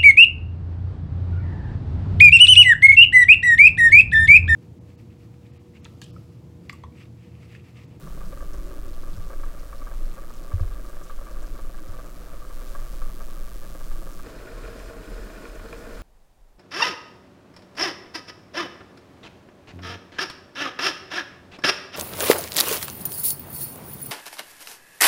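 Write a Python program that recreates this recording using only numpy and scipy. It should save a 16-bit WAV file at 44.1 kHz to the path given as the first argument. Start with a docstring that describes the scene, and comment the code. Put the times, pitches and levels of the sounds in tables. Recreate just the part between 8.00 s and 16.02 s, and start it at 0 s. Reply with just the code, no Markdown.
"""A lidded pot simmers on a gas burner in a small wooden cabin, heard from the open window, then from the table.
Bubbles are pushes and noisy puffs that ring the pot; steam spits are short bursts of band-passed noise.
The flame roars softly as coloured noise, with resonant gas hiss at the table; the cabin rumbles in low
noise bands and thuds through ringing floor modes. Two mains inverters leak spikes into the microphone."""
import sys
import numpy as np
from scipy import signal
from scipy.fft import rfft, irfft
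from scipy.io import wavfile
from scipy.ndimage import uniform_filter1d

SR = 44100
rng = np.random.default_rng(int(sys.argv[2]) if len(sys.argv) > 2 else 0)


def wav_out(sig):
    """Save sig, one row per channel (or a flat mono array), as 16-bit PCM at SR to the path in sys.argv[1]."""
    wavfile.write(sys.argv[1], SR, np.round(np.clip(np.atleast_2d(sig).T, -1, 1) * 32767).astype(np.int16))


def decibels_to_gain(level_db):
    """Convert a level in decibels to a linear amplitude gain (20 dB per decade)."""
    exponent = np.asarray(level_db, float) / 20
    return 10 ** exponent


N = 353682
T = np.arange(N) / SR
MOVE_S = 6.24  # the microphone moves from window to table


def level(x, rms_db):
    """Scale to an rms level."""
    return x * decibels_to_gain(rms_db) / np.sqrt(np.mean(x ** 2))


def coloured(points):
    """Noise with a spectrum drawn through (hz, db) points on a log-frequency axis."""
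    hz, db = np.transpose(points)
    bins_hz = np.maximum(np.arange(N // 2 + 1) * SR / N, 1)
    gain = decibels_to_gain(np.interp(np.log(bins_hz), np.log(hz), db))
    return irfft(rfft(rng.standard_normal(N)) * gain, N)


def noise_band(low_hz, high_hz, count=N):
    """White noise through a steep band-pass."""
    sos = signal.butter(3, [low_hz, high_hz], "band", fs=SR, output="sos")
    return signal.sosfilt(sos, rng.standard_normal(count))


def ring(x, hz, t60_s):
    """One decaying mode: a complex one-pole resonator."""
    pole = np.exp(2j * np.pi * hz / SR - np.log(1000) / (t60_s * SR))
    return signal.lfilter([1], [1, -pole], x).imag


def walk(rate_hz):
    """Random values held 1 / rate_hz and smoothed twice over the same time."""
    hold = int(SR / rate_hz)
    steps = np.repeat(rng.standard_normal(N // hold + 1), hold)
    return uniform_filter1d(uniform_filter1d(steps, hold), hold)[:N]


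def rise_fall(t, rise_s, fall_s):
    """Exponential rise times exponential fall, not normalised."""
    return np.exp(-t / fall_s) * (1 - np.exp(-t / rise_s))


def puffs(times_s, gains, rise_s, fall_s):
    """Envelope with a unit-peak rise and fall, scaled by its gain, at each time."""
    blows = np.bincount(np.clip(times_s * SR, 0, N - 1).astype(int), gains, N)
    shape = rise_fall(T[:int(0.15 * SR)], rise_s, fall_s)
    return signal.fftconvolve(blows, shape / shape.max())[:N]


def push(times_s, gains, rise_s, fall_s, hz=0):
    """Pushes of unit area times gain, each starting a swing at hz to drive a mode of that pitch."""
    blows = np.bincount((times_s * SR).astype(int), gains, N)
    t = T[:int(0.05 * SR)]
    shape = rise_fall(t, rise_s, fall_s)
    return signal.oaconvolve(blows, shape * np.cos(2 * np.pi * hz * t) / shape.sum())[:N]


def scatter(count, spread_db):
    """Random times and sizes: many small, a few larger, none huge."""
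    chance = rng.random((count, 2))
    times_s = chance[:, 0] * N / SR
    return times_s, decibels_to_gain(-spread_db * np.log(1 - 0.93 * chance[:, 1]))


# pot modes at the window: pitch_hz, gain_db, t60_s
POT_WINDOW_MODES = [(315, -1, 0.036), (548.3, 1.5, 0.025), (661.6, -9, 0.045), (915, -14, 0.04),
                    (1161, -3.5, 0.056), (1240, -2.5, 0.026), (1417, -11.5, 0.022), (1607, -9, 0.037),
                    (1737, -15, 0.026), (2270, -16.5, 0.019)]
# pot modes at the table: pitch_hz, gain_db, t60_s
POT_TABLE_MODES = [(211, -9.5, 0.082), (285.4, -2.5, 0.036), (462, -3.5, 0.11), (638, -4.5, 0.062),
                   (1092, -12.5, 0.059), (1438, -6, 0.034), (1780, -7, 0.017), (2420, -6.5, 0.015),
                   (3200, -17, 0.008)]
# big bubbles: start_s, size_db, extra_db (modes below 800 Hz)
BIG_BUBBLES = [(0.0772, -37, 2), (0.1734, -40.5, 8), (0.3257, -37.5, 5), (0.4245, -38, 2),
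               (0.7081, -36.5, -2), (1.0324, -37, 1), (1.33, -32.5, 0), (1.387, -41, 2),
               (1.4326, -29.5, -15), (1.502, -42, -3), (1.727, -31, -15), (1.8163, -34, -20),
               (1.8686, -31.5, -4), (1.912, -35, -6), (2.5158, -32, -5), (2.594, -33, 0),
               (3.0964, -30.5, -27), (3.266, -34, -3), (3.5888, -34, -1), (3.695, -41, 3),
               (3.787, -38, -23), (4.5052, -36, -5), (4.749, -30, -5), (5.0163, -30, -7), (5.2036, -33, -2),
               (5.7497, -39, 7), (5.8066, -36, -7), (5.911, -41, -2), (6.067, -34, 1), (6.1924, -34, -3),
               (7.117, -40.5, 9.5), (7.453, -29.5, -10), (7.597, -34, -13), (7.7283, -28, -6),
               (7.872, -46.5, 12)]


def pot(modes, simmer_db, spread_db, rise_s, count):
    """Each bursting bubble briefly pushes the pot wall: small ones a noisy puff, big ones a clean knock."""
    start_s, size_db, extra_db = np.transpose(BIG_BUBBLES)

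    def simmer():
        return decibels_to_gain(simmer_db) * puffs(*scatter(count, spread_db), rise_s=0.00068, fall_s=0.0035)

    # deep bubbles thump the low modes, surface bubbles the high ones
    deep, surface = simmer(), simmer()
    out = 0
    for hz, gain_db, t60_s in modes:
        small = (deep if hz < 400 else surface) * rng.standard_normal(N)
        # a quick knock hardly moves the deepest modes
        size = decibels_to_gain(size_db + extra_db * (hz < 800) - 7.3 * (hz < 400))
        clean = 2 * push(start_s, size, rise_s, 2 * rise_s, hz)
        rough = 3.3 * push(start_s, size, rise_s, 2 * rise_s) * rng.standard_normal(N)
        out = out + decibels_to_gain(gain_db) * ring(small + clean + rough, hz, t60_s)
    return out


# steam under the lid: start_s, level_db (rms before the envelope), centre_hz
STEAM_SPITS = [(0.533, -55, 5650), (0.934, -54, 3680), (1.132, -54, 4060), (1.165, -54, 6000),
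               (1.592, -55, 5500), (1.782, -55, 4700), (2.055, -56, 4930), (2.338, -54, 6760),
               (2.606, -53, 4900), (3.035, -51, 6600), (3.422, -54, 6600), (3.465, -53, 5340),
               (3.881, -55, 5600), (4.059, -56, 6540), (4.797, -55, 6200), (5.215, -54, 5600),
               (6.132, -52.5, 5900), (7.552, -54, 6860)]


def steam():
    """Steam spits as short band-passed hisses, each with its own centre, over a patter of faint ones."""
    out = np.zeros(N)
    for hz in (2940, 4340, 6000, 7400, 11200):
        patter = puffs(*scatter(count=300, spread_db=3.0), rise_s=0.0035, fall_s=0.0076)
        gain = decibels_to_gain(-71.0 - 4.1 * (hz > 9000))
        out += gain * patter * level(noise_band(hz / 1.46, hz * 1.5), 0)
    # 45 fainter spits before the move: 0..MOVE_S s, -58.5..-59.5 dB, 3820..8000 Hz
    small = rng.random((45, 3)) * [MOVE_S, -1.0, 4180] + [0, -58.5, 3820]
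    shape = rise_fall(T[:int(0.06 * SR)], rise_s=0.00052, fall_s=0.009)
    shape /= shape.max()
    for start_s, level_db, hz in [*STEAM_SPITS, *small]:
        i = int(start_s * SR)
        hiss = level(noise_band(hz / 1.23, hz * 1.2, len(shape)), level_db)
        out[i:i + len(shape)] += hiss * shape
    return out


# flame and room air at the window: freq_hz, density_db (relative, per Hz)
ROAR_WINDOW_CURVE = [(120, 8.5), (200, 6), (322, 4), (424, 1), (569, 7), (836, -8.5), (1040, -5), (1160, 1),
                     (2090, -11), (15100, -29.5), (16000, -38)]
# flame and room air at the table: freq_hz, density_db (relative, per Hz)
ROAR_TABLE_CURVE = [(110, -66), (180, -4), (469, 0), (633, -1.5), (750, -11.5), (1470, -6), (2110, -15.5),
                    (2400, -17.5), (5090, -24), (15100, -32), (16000, -40)]


def roar(curve, rms_db):
    """Flame roar and room air: steady noise with a fixed spectrum."""
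    return level(coloured(curve), rms_db)


# burner hiss: pitch_hz, level_db (rms before flicker), t60_s
BURNER_JETS = [(4280, -67, .007), (5085, -67, 0.017), (7150, -69.5, .004), (8500, -75, 0.0044)]


def jets():
    """Gas hissing through the burner holes: noise in narrow resonances that flicker independently."""
    out = 0
    for hz, level_db, t60_s in BURNER_JETS:
        hiss = level(ring(rng.standard_normal(N), hz, t60_s), level_db)
        out = out + decibels_to_gain(1.3 * walk(40)) * hiss
    return out


# rumble bands: low_hz, high_hz, window_db, table_db, waver_db (scale of the random walk)
RUMBLE_BANDS = [(8.1, 21.16, -30, -48, 3), (28.3, 44.7, -42, -44.5, 3), (68.4, 123, -58, -52.5, 1),
                (130, 206, -57, -62, 3), (263, 406, -58.5, -53, 3.5)]
# rumble swells: centre_s, half_length_s, centre_hz, level_db (rms before the envelope)
RUMBLE_SWELLS = [(.1, .3, 162, -45), (.3, 0.98, 40.7, -38.5), (0.748, 0.34, 320, -50), (1.0, .8, 88, -48),
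                 (1.188, 0.073, 156, -46), (1.924, 0.094, 20.2, -22.5), (3.193, 0.044, 38, -33.5),
                 (6.9, 0.58, 39, -39.5)]
# thuds: start_s, size_db
FLOOR_THUDS = [(1.174, -28), (2.537, -13.5), (2.608, -15.5), (3.888, -28.5)]
# floor modes: pitch_hz, gain_db, t60_s
FLOOR_RINGS = [(40.4, -8, 0.61), (86, 2.5, 0.18), (94.2, -7, 0.35), (140, -38, .1)]


def cabin(near):
    """Low noise bands waver, swell now and then and change at the table; the floor rings when struck."""
    start_s, size_db = np.transpose(FLOOR_THUDS)
    blows = push(start_s, decibels_to_gain(size_db), rise_s=0.0036, fall_s=0.0021)  # soft contact: a long push
    out = sum(decibels_to_gain(gain_db) * ring(blows, hz, t60_s) for hz, gain_db, t60_s in FLOOR_RINGS)
    for low_hz, high_hz, window_db, table_db, waver_db in RUMBLE_BANDS:
        level_db = (1 - near) * window_db + near * table_db + waver_db * walk(3.04)
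        out = out + decibels_to_gain(level_db) * level(noise_band(low_hz, high_hz), 0)
    for centre_s, half_s, hz, level_db in RUMBLE_SWELLS:
        swell = np.exp(-((T - centre_s) / half_s) ** 2)
        out = out + swell * level(noise_band(hz / 1.217, hz * 1.206), level_db)
    return out


# spike trains: start_s, end_s, negative_spike_s (time of one), mains_hz
SPIKE_TRAINS = [(0, 3.7, .00835, 60.0771), (3.7, 4.52, 3.7036, 60.0846), (4.52, 6.24, 3.7036, 60.0846),
                (6.24, 8.1, 6.28673, 60.0838), (0, 6.24, .004955, 60.418), (6.24, 8.1, 6.37932, 60.418)]
# one per train: peak_db
SPIKE_PEAKS = [-32.5, -32.5, -28.5, -38, -39, -42]


def inverters():
    """A very short spike of alternating sign every half mains cycle: a windowed sinc, placed between samples."""
    out, taps = np.zeros(N + 64), np.arange(-8, 9)
    for (start_s, end_s, negative_s, mains_hz), peak_db in zip(SPIKE_TRAINS, SPIKE_PEAKS):
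        rate_hz = 2 * mains_hz
        k = np.arange(np.ceil((start_s - negative_s) * rate_hz), (min(end_s, N / SR) - negative_s) * rate_hz)
        at = (negative_s + k / rate_hz) * SR
        i = np.round(at).astype(int)[:, None] + taps
        spike = np.sinc(0.85 * (i - at[:, None])) * np.hanning(len(taps))
        np.add.at(out, i, -decibels_to_gain(peak_db) * (-1) ** k[:, None] * spike)
    return out[:N]


def scene():
    """The window view fades into the table view in 42 ms; steam and spikes go straight to the sum."""
    near = np.clip((T - MOVE_S) / 0.042 + 0.5, 0, 1)
    flutter = decibels_to_gain(1.0 * walk(10))  # the flame is never quite steady
    window = flutter * roar(ROAR_WINDOW_CURVE, rms_db=-50)
    window += pot(POT_WINDOW_MODES, simmer_db=-77.5, spread_db=3.6, rise_s=0.00091, count=1400)
    table = flutter * (roar(ROAR_TABLE_CURVE, rms_db=-46.5) + jets())
    table += pot(POT_TABLE_MODES, simmer_db=-74, spread_db=1.9, rise_s=0.00017, count=2200)
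    views = (1 - near) * window + near * table
    return (views + steam() + cabin(near) + inverters())[None]


def top_cut(x):
    """A steep low-pass: nothing passes above about 16.5 kHz."""
    return signal.sosfilt(signal.butter(12, 16490, fs=SR, output="sos"), x)


def record(dry):
    """The recorder cuts the top with a steep zero-phase low-pass at 15.8 kHz."""
    sos = signal.ellip(8, 0.1, 50, 15800, fs=SR, output="sos")
    mix = signal.sosfiltfilt(sos, dry)
    return top_cut(mix)


dry = scene()
out = record(dry)
wav_out(out)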